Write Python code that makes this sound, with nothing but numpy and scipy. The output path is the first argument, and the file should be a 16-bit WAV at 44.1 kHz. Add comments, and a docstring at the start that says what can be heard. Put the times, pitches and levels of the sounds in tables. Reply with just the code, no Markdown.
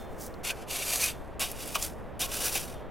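"""A steel shovel works dry, gravelly sand: a thrown load lands, then the blade dips, drags and stabs twice.
Thousands of grains click against the steel and make it ring, muffled by the soil. Pebbles snap on the
blade, packed gravel crunches where the edge catches, and the stabs thud against firm ground.
Clear of the soil, the blade rings on faintly. Behind it all lies a soft, low wash of outdoor air."""
import sys
import numpy as np
from scipy import signal
from scipy.fft import rfft, irfft
from scipy.io import wavfile

SR = 44100
rng = np.random.default_rng(int(sys.argv[2]) if len(sys.argv) > 2 else 0)


def inscribe(sig):
    """Save sig as 16-bit PCM at rate SR to the path in sys.argv[1].

    A 1-D sig is mono; a 2-D sig holds one channel per row.
    Samples are clipped to [-1, 1] before scaling.
    """
    pcm = np.round(np.clip(np.atleast_2d(sig).T, -1, 1) * 32767)
    wavfile.write(sys.argv[1], SR, pcm.astype(np.int16))


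N = 127890


def undb(db):
    """Turn decibels into a number to multiply by."""
    return 10 ** (np.asarray(db) / 20)


def unit(x):
    """Scale a sound to an average (rms) level of 1."""
    return x / np.sqrt(np.mean(x ** 2))


def clock():
    """The time of each sample, in seconds."""
    return np.arange(N) / SR


def gain_curve(times, db):
    """A volume that follows the given points and is silent outside them."""
    return undb(np.interp(clock(), times, db, left=-200, right=-200))


def per_bin(points):
    """Read a table of (frequency, value) at every frequency of the spectrum."""
    hz, value = np.array(points, float).T
    return np.interp(np.log(np.arange(N // 2 + 1) * SR / N + 1), np.log(hz), value)


def colour(x, points):
    """Give a sound the tone in a table of (frequency, level)."""
    cepstrum = irfft(np.log(undb(per_bin(points))), N)
    # folding this in half makes the filter ring after each click, not before
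    cepstrum[1:N // 2] *= 2
    cepstrum[N // 2 + 1:] = 0
    return irfft(rfft(x) * np.exp(rfft(cepstrum)), N)


def resonate(x, hz, width_hz):
    """Make a sound ring at one pitch; a narrower width rings longer."""
    return signal.lfilter(*signal.iirpeak(hz, hz / width_hz, fs=SR), x)


def wander(per_s):
    """A random curve drifting around zero, with per_s turning points a second."""
    steps = rng.standard_normal(4096)
    return np.interp(clock() * per_s, np.arange(len(steps)), steps)


def grains(per_s, spread_db):
    """Grains hit at random moments, as clicks of uneven size."""
    hit = rng.random(N) < per_s / SR
    size = undb(spread_db * np.minimum(rng.exponential(size=N), 6))
    return unit(hit * size * rng.choice([-1, 1], N))


def near(hz, focus_hz, octaves=.13):
    """How strongly a tone of the blade answers: less the farther it is from the focus pitch."""
    return 1 / (1 + (np.log2(hz / focus_hz) / octaves) ** 2)


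# loudness of the thrown sand (time [s], level [dB])
THROW_LEVEL = [(0, -54), (.07, -66.5), (.172, -63.5), (.21, -42.5), (.235, -43), (.268, -46), (.295, -60.5),
               (.42, -72)]


def thrown_sand():
    """The load slides off the blade and patters to the ground."""
    tone = [(1500, -21), (4300, -7), (5600, -0.5), (8000, -2), (12000, -3), (16000, -3)]
    patter = colour(grains(per_s=7900, spread_db=3), tone)
    return unit(patter) * gain_curve(*np.array(THROW_LEVEL).T)


# tones of the free blade (pitch [Hz], relative level [dB], time to fade by 60 dB [s])
FREE_TONES = [(2300, 3, .4), (2380, -7, .4), (3220, 3, .8), (3510, -2, 0.36), (3580, 2.5, 0.55),
              (4200, 6, 0.73), (5000, 2, .4), (5340, 6, .4)]
# the blade comes free (time [s], base level [dB], focus pitch [Hz])
LIFTS = [(0, -59, 3640), (1.11, -60.5, 3540), (2.74, -61, 3460)]


def free_blade():
    """With no soil to muffle it, the steel rings on faintly."""
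    out = np.zeros(N)
    for start, level_db, focus_hz in LIFTS:
        age = np.maximum(clock() - start, 0)
        for hz, db, fade_s in FREE_TONES:
            fade = undb(level_db + db - 60 * age / fade_s)
            out += fade * near(hz, focus_hz) * np.sin(2 * np.pi * hz * age)
    return out


# tone of the air (frequency [Hz], relative level [dB])
AIR_TONE = [(22, 1), (58, -1), (169, -5.5), (366, -6.5), (554, -4.5), (1040, -13.5), (1760, -20.5),
            (2820, -30.5), (3600, -35.5), (4300, -42), (7000, -49.5), (16000, -52)]
# how alike the two ears hear it (frequency [Hz], likeness [0 to 1])
AIR_LIKENESS = [(30, 0.073), (170, 0.21), (350, 0.37), (700, 0.82), (1400, 0.94), (3000, 1), (6000, .998)]
# which side is louder (frequency [Hz], left over right [dB])
AIR_BALANCE = [(35, 8), (80, -1), (170, -6.5), (350, -2), (700, -0.6), (1500, -0.5)]
# its slow swell (time [s], overall change [dB], extra bass [dB])
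AIR_SWELL = [(0, 0.5, -2.5), (.6, 0, -1), (1.4, -1, 1.5), (2.1, 0, .5), (2.45, 0.5, 2), (2.9, -0.2, 2)]


def outdoor_air(wash_db=-41, hum_db=-53, hum_hz=60.6, bass_hz=129):
    """A low stereo wash, wide in the bass, with a faint wavering hum."""
    shared, side = rfft(rng.standard_normal((2, N)))
    alike = np.clip(per_bin(AIR_LIKENESS), 0, 1)
    ears = np.array([[1], [-1]])  # left, right
    noise = shared * np.sqrt(1 + alike) + ears * side * np.sqrt(1 - alike)
    tone = undb(per_bin(AIR_TONE) + ears * per_bin(AIR_BALANCE) / 2)
    wash = unit(irfft(noise * tone, N))
    hum = np.sin(2 * np.pi * np.cumsum(hum_hz + 3.1 * wander(7)) / SR)
    steady = undb(wash_db) * wash + undb(hum_db) * hum
    bass = signal.sosfiltfilt(signal.butter(2, bass_hz, fs=SR, output="sos"), steady)
    times, swell_db, bass_db = np.array(AIR_SWELL).T
    swelling_bass = bass * undb(np.interp(clock(), times, bass_db))
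    return (steady - bass + swelling_bass) * undb(np.interp(clock(), times, swell_db))


# pebble hits (time [s], level [dB], pitch [Hz])
PEBBLE_HITS = [(.126, -57, 9000), (0.264, -38, 11000), (.341, -48.5, 4120), (1.395, -30.5, 9350),
               (1.515, -30.5, 11000), (1.677, -35, 10500), (1.752, -25, 6100), (1.825, -22.5, 7000)]


def pebbles(decay_s=.003):
    """Single pebbles strike the steel with bright snaps that die at once."""
    out = np.zeros(N)
    for start, db, hz in PEBBLE_HITS:
        age = clock() - start
        snap = unit(resonate(rng.standard_normal(N), hz, width_hz=.27 * hz))
        out += undb(db) * snap * (age > 0) * np.exp(-np.abs(age) / decay_s)
    return out


def steel_shimmer(clicks, fade_s=.05, ring_db=-5):
    """Each click plus its short ring in the many crowded high tones of the steel."""
    t = clock()[:N // 16]
    tail = rng.standard_normal(len(t)) * undb(-60 * t / fade_s)
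    return clicks + undb(ring_db) * signal.fftconvolve(clicks, tail / np.linalg.norm(tail))[:N]


# tone of hissing sand and of crunching soil (frequency [Hz], relative level [dB])
GRIT_TONE = [(150, -25), (400, -8), (900, -7.5), (1900, -3.5), (3000, -7.5), (4200, -2), (6000, 0.5),
             (7300, -1), (9500, -1.5), (11000, -3.5), (13000, -2), (16000, -20)]
CRUNCH_TONE = [(100, -23.5), (300, -13.5), (450, 1.5), (680, -11.5), (900, -17.5), (1150, -2.5),
               (1900, -16.5), (3500, -66), (8000, -6)]
# tones of the blade muffled by soil (pitch [Hz], width [Hz], relative level [dB])
BLADE_TONES = [(733, 83, 0), (1088, 10.6, 2), (1547, 59, -2.5), (2286, 21, -9.5), (2344, 20, -0.5),
               (2487, 56, 4), (2680, 130, -2), (2822, 180, -0.5), (2955, 76, -2), (3230, 38, 1),
               (3410, 66, -4), (3645, 78, -2), (4630, 130, -4.5), (5626, 40, -4.5)]
# loudness of each stroke before the trims (time [s], hiss level [dB], ring level [dB])
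DIP = [(0.42, -84, -71), (0.424, -93, -84), (0.434, -47.5, -49), (0.45, -34, -38.5), (0.508, -36.5, -34),
       (0.534, -55, -63), (0.58, -56, -55.5), (0.622, -52, -53.5), (0.654, -68, -62), (0.66, -66, -74)]
DRAG = [(0.66, -71, -69), (0.686, -46, -46.5), (0.72, -34, -38), (0.812, -37.5, -41), (0.824, -32.5, -35),
        (0.848, -37, -46.5), (0.94, -27, -33), (0.972, -32, -48), (1.004, -30, -37), (1.038, -25, -45),
        (1.09, -33, -36.5), (1.148, -58.5, -59), (1.262, -68, -79), (1.342, -77, -67), (1.36, -83, -78)]
FIRST_STAB = [(1.38, -84, -79), (1.388, -84, -77), (1.392, -55, -45), (1.398, -34, -37.5),
              (1.434, -33, -33), (1.512, -47, -52.5), (1.518, -40, -50), (1.536, -52.5, -55.5),
              (1.626, -40, -47.5), (1.694, -45, -50), (1.74, -41, -50), (1.756, -32, -28.5),
              (1.774, -44.5, -44), (1.818, -37.5, -49), (1.826, -32.5, -46), (1.838, -33.5, -60),
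              (1.85, -30, -43), (1.858, -39.5, -53), (1.95, -64, -75), (2.084, -76, -83), (2.15, -91, -80)]
SECOND_STAB = [(2.19, -49, -54), (2.196, -36, -46), (2.218, -29, -32), (2.262, -37, -42), (2.274, -49, -52),
               (2.344, -34, -42), (2.398, -36, -43), (2.404, -32, -37), (2.428, -35, -41),
               (2.456, -29, -42), (2.464, -31, -38), (2.498, -33, -39), (2.508, -39, -48),
               (2.546, -33, -41), (2.556, -29, -32), (2.67, -49, -59), (2.702, -48, -52), (2.87, -83, -76)]
# strokes (loudness table, edge bites [s], blade pitch [ratio], sizzle [dB], crunch [dB]);
# sizzle and crunch are relative to the hiss
STROKES = [(DIP, .432, 0.94, -8, -23), (DRAG, .662, 0.97, -5, -16.5), (FIRST_STAB, 1.395, 1.008, -6, -8.5),
           (SECOND_STAB, 2.193, 1.003, -7.5, -7.5)]


def scrapes(hiss_trim_db=-.56, ring_trim_db=-.06, bite_s=.00055, sizzle_hz=10280, sizzle_width_hz=4200):
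    """Sand sticks and slips along the blade: grains hiss, dust sizzles, soil crunches, steel rings."""
    judder = undb(2.02 * wander(per_s=170))  # the sticking and slipping
    sand, dust, soil, taps = (grains(per_s=13000, spread_db=3) * judder for _ in range(4))
    grit = unit(colour(sand, GRIT_TONE))
    crunch = unit(colour(soil, CRUNCH_TONE))
    bright_dust = resonate(dust, sizzle_hz, sizzle_width_hz)
    sizzle = unit(resonate(bright_dust, sizzle_hz, sizzle_width_hz))
    out = np.zeros(N)
    for curve, bite_at, pitch, sizzle_db, crunch_db in STROKES:
        times, hiss_db, ring_db = np.array(curve).T
        hiss = unit(steel_shimmer(grit + undb(sizzle_db) * sizzle)) + undb(crunch_db) * crunch
        hiss *= gain_curve(times, hiss_db + hiss_trim_db)
        ring = unit(sum(undb(db) * resonate(taps, hz * pitch, width) for hz, width, db in BLADE_TONES))
        ring *= gain_curve(times, ring_db + ring_trim_db)
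        contact = np.clip((clock() - bite_at) / bite_s, 0, 1)
        out += contact * (hiss + ring)
    return out


# the edge catches (time [s], length [s], crunch level [dB], ring level [dB], focus pitch [Hz])
GRAVEL_CATCHES = [(0.493, 0.0081, -42, -29.5, 2520), (0.5, 0.009, -48, -32, 2530),
                  (0.504, 0.025, -54, -41.5, 1535), (0.906, 0.023, -41, -42, 720),
                  (1.021, 0.045, -58, -33.5, 2340), (1.437, 0.011, -36, -34.5, 3730),
                  (1.755, .013, -32, -39, 2970), (2.212, 0.026, -50, -34.5, 3580),
                  (2.217, 0.054, -59, -40.5, 1085), (2.448, 0.079, -38, -51, 2950),
                  (2.551, .02, -37, -34.5, 2290), (2.575, 0.034, -52, -46, 3300)]


def gravel_catches(rise_s=.001):
    """Packed gravel gives way with a crunch; where it meets the blade decides which tones ring."""
    gravel = grains(per_s=7100, spread_db=-.5)
    start, length, crunch_db, ring_db, focus_hz = np.array(GRAVEL_CATCHES).T
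    age = np.maximum(clock() - start[:, None], 0)  # one row per catch
    push = np.minimum(age / rise_s, 1) * np.exp(-np.minimum(age / length[:, None], 10) ** 2)
    crunch = undb(crunch_db) @ push * unit(colour(gravel, CRUNCH_TONE))
    # share each catch's ring level among the blade's tones
    pitches, widths, tone_db = np.array(BLADE_TONES).T
    share = undb(tone_db) * near(pitches, focus_hz[:, None])
    share *= (undb(ring_db) / np.linalg.norm(share, axis=1))[:, None]
    ring = np.zeros(N)
    for force, hz, width in zip(share.T @ push, pitches, widths):
        # dividing makes narrow and wide tones equally strong
        ring += resonate(gravel * force, hz, width) / np.sqrt(np.pi * width / SR)
    return crunch + ring


# the blade is driven home (time [s], level [dB], pitch [Hz])
SOIL_THUDS = [(1.755, -31, 660), (1.756, -27, 1130), (2.215, -36, 400), (2.555, -38, 720),
              (2.565, -36, 440)]


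def thuds(rise_s=.001, decay_s=.01, width_hz=380):
    """Firm soil stops the blade with a short, hollow knock."""
    out = np.zeros(N)
    for start, db, hz in SOIL_THUDS:
        age = np.maximum(clock() - start, 0)
        noise = rng.standard_normal(N)
        knock = unit(resonate(resonate(noise, hz, width_hz), hz, width_hz))
        out += undb(db) * knock * np.minimum(age / rise_s, 1) * np.exp(-age / decay_s)
    return out


def scene():
    """The shovel straight ahead, the air all round."""
    shovel = thrown_sand() + free_blade() + pebbles() + scrapes() + gravel_catches() + thuds()
    return shovel + outdoor_air()


def record(dry):
    """Cut away the very highest treble."""
    top_hz = 16000
    return signal.sosfilt(signal.ellip(10, .1, 80, top_hz, fs=SR, output="sos"), dry)


dry = scene()
out = record(dry)
inscribe(out)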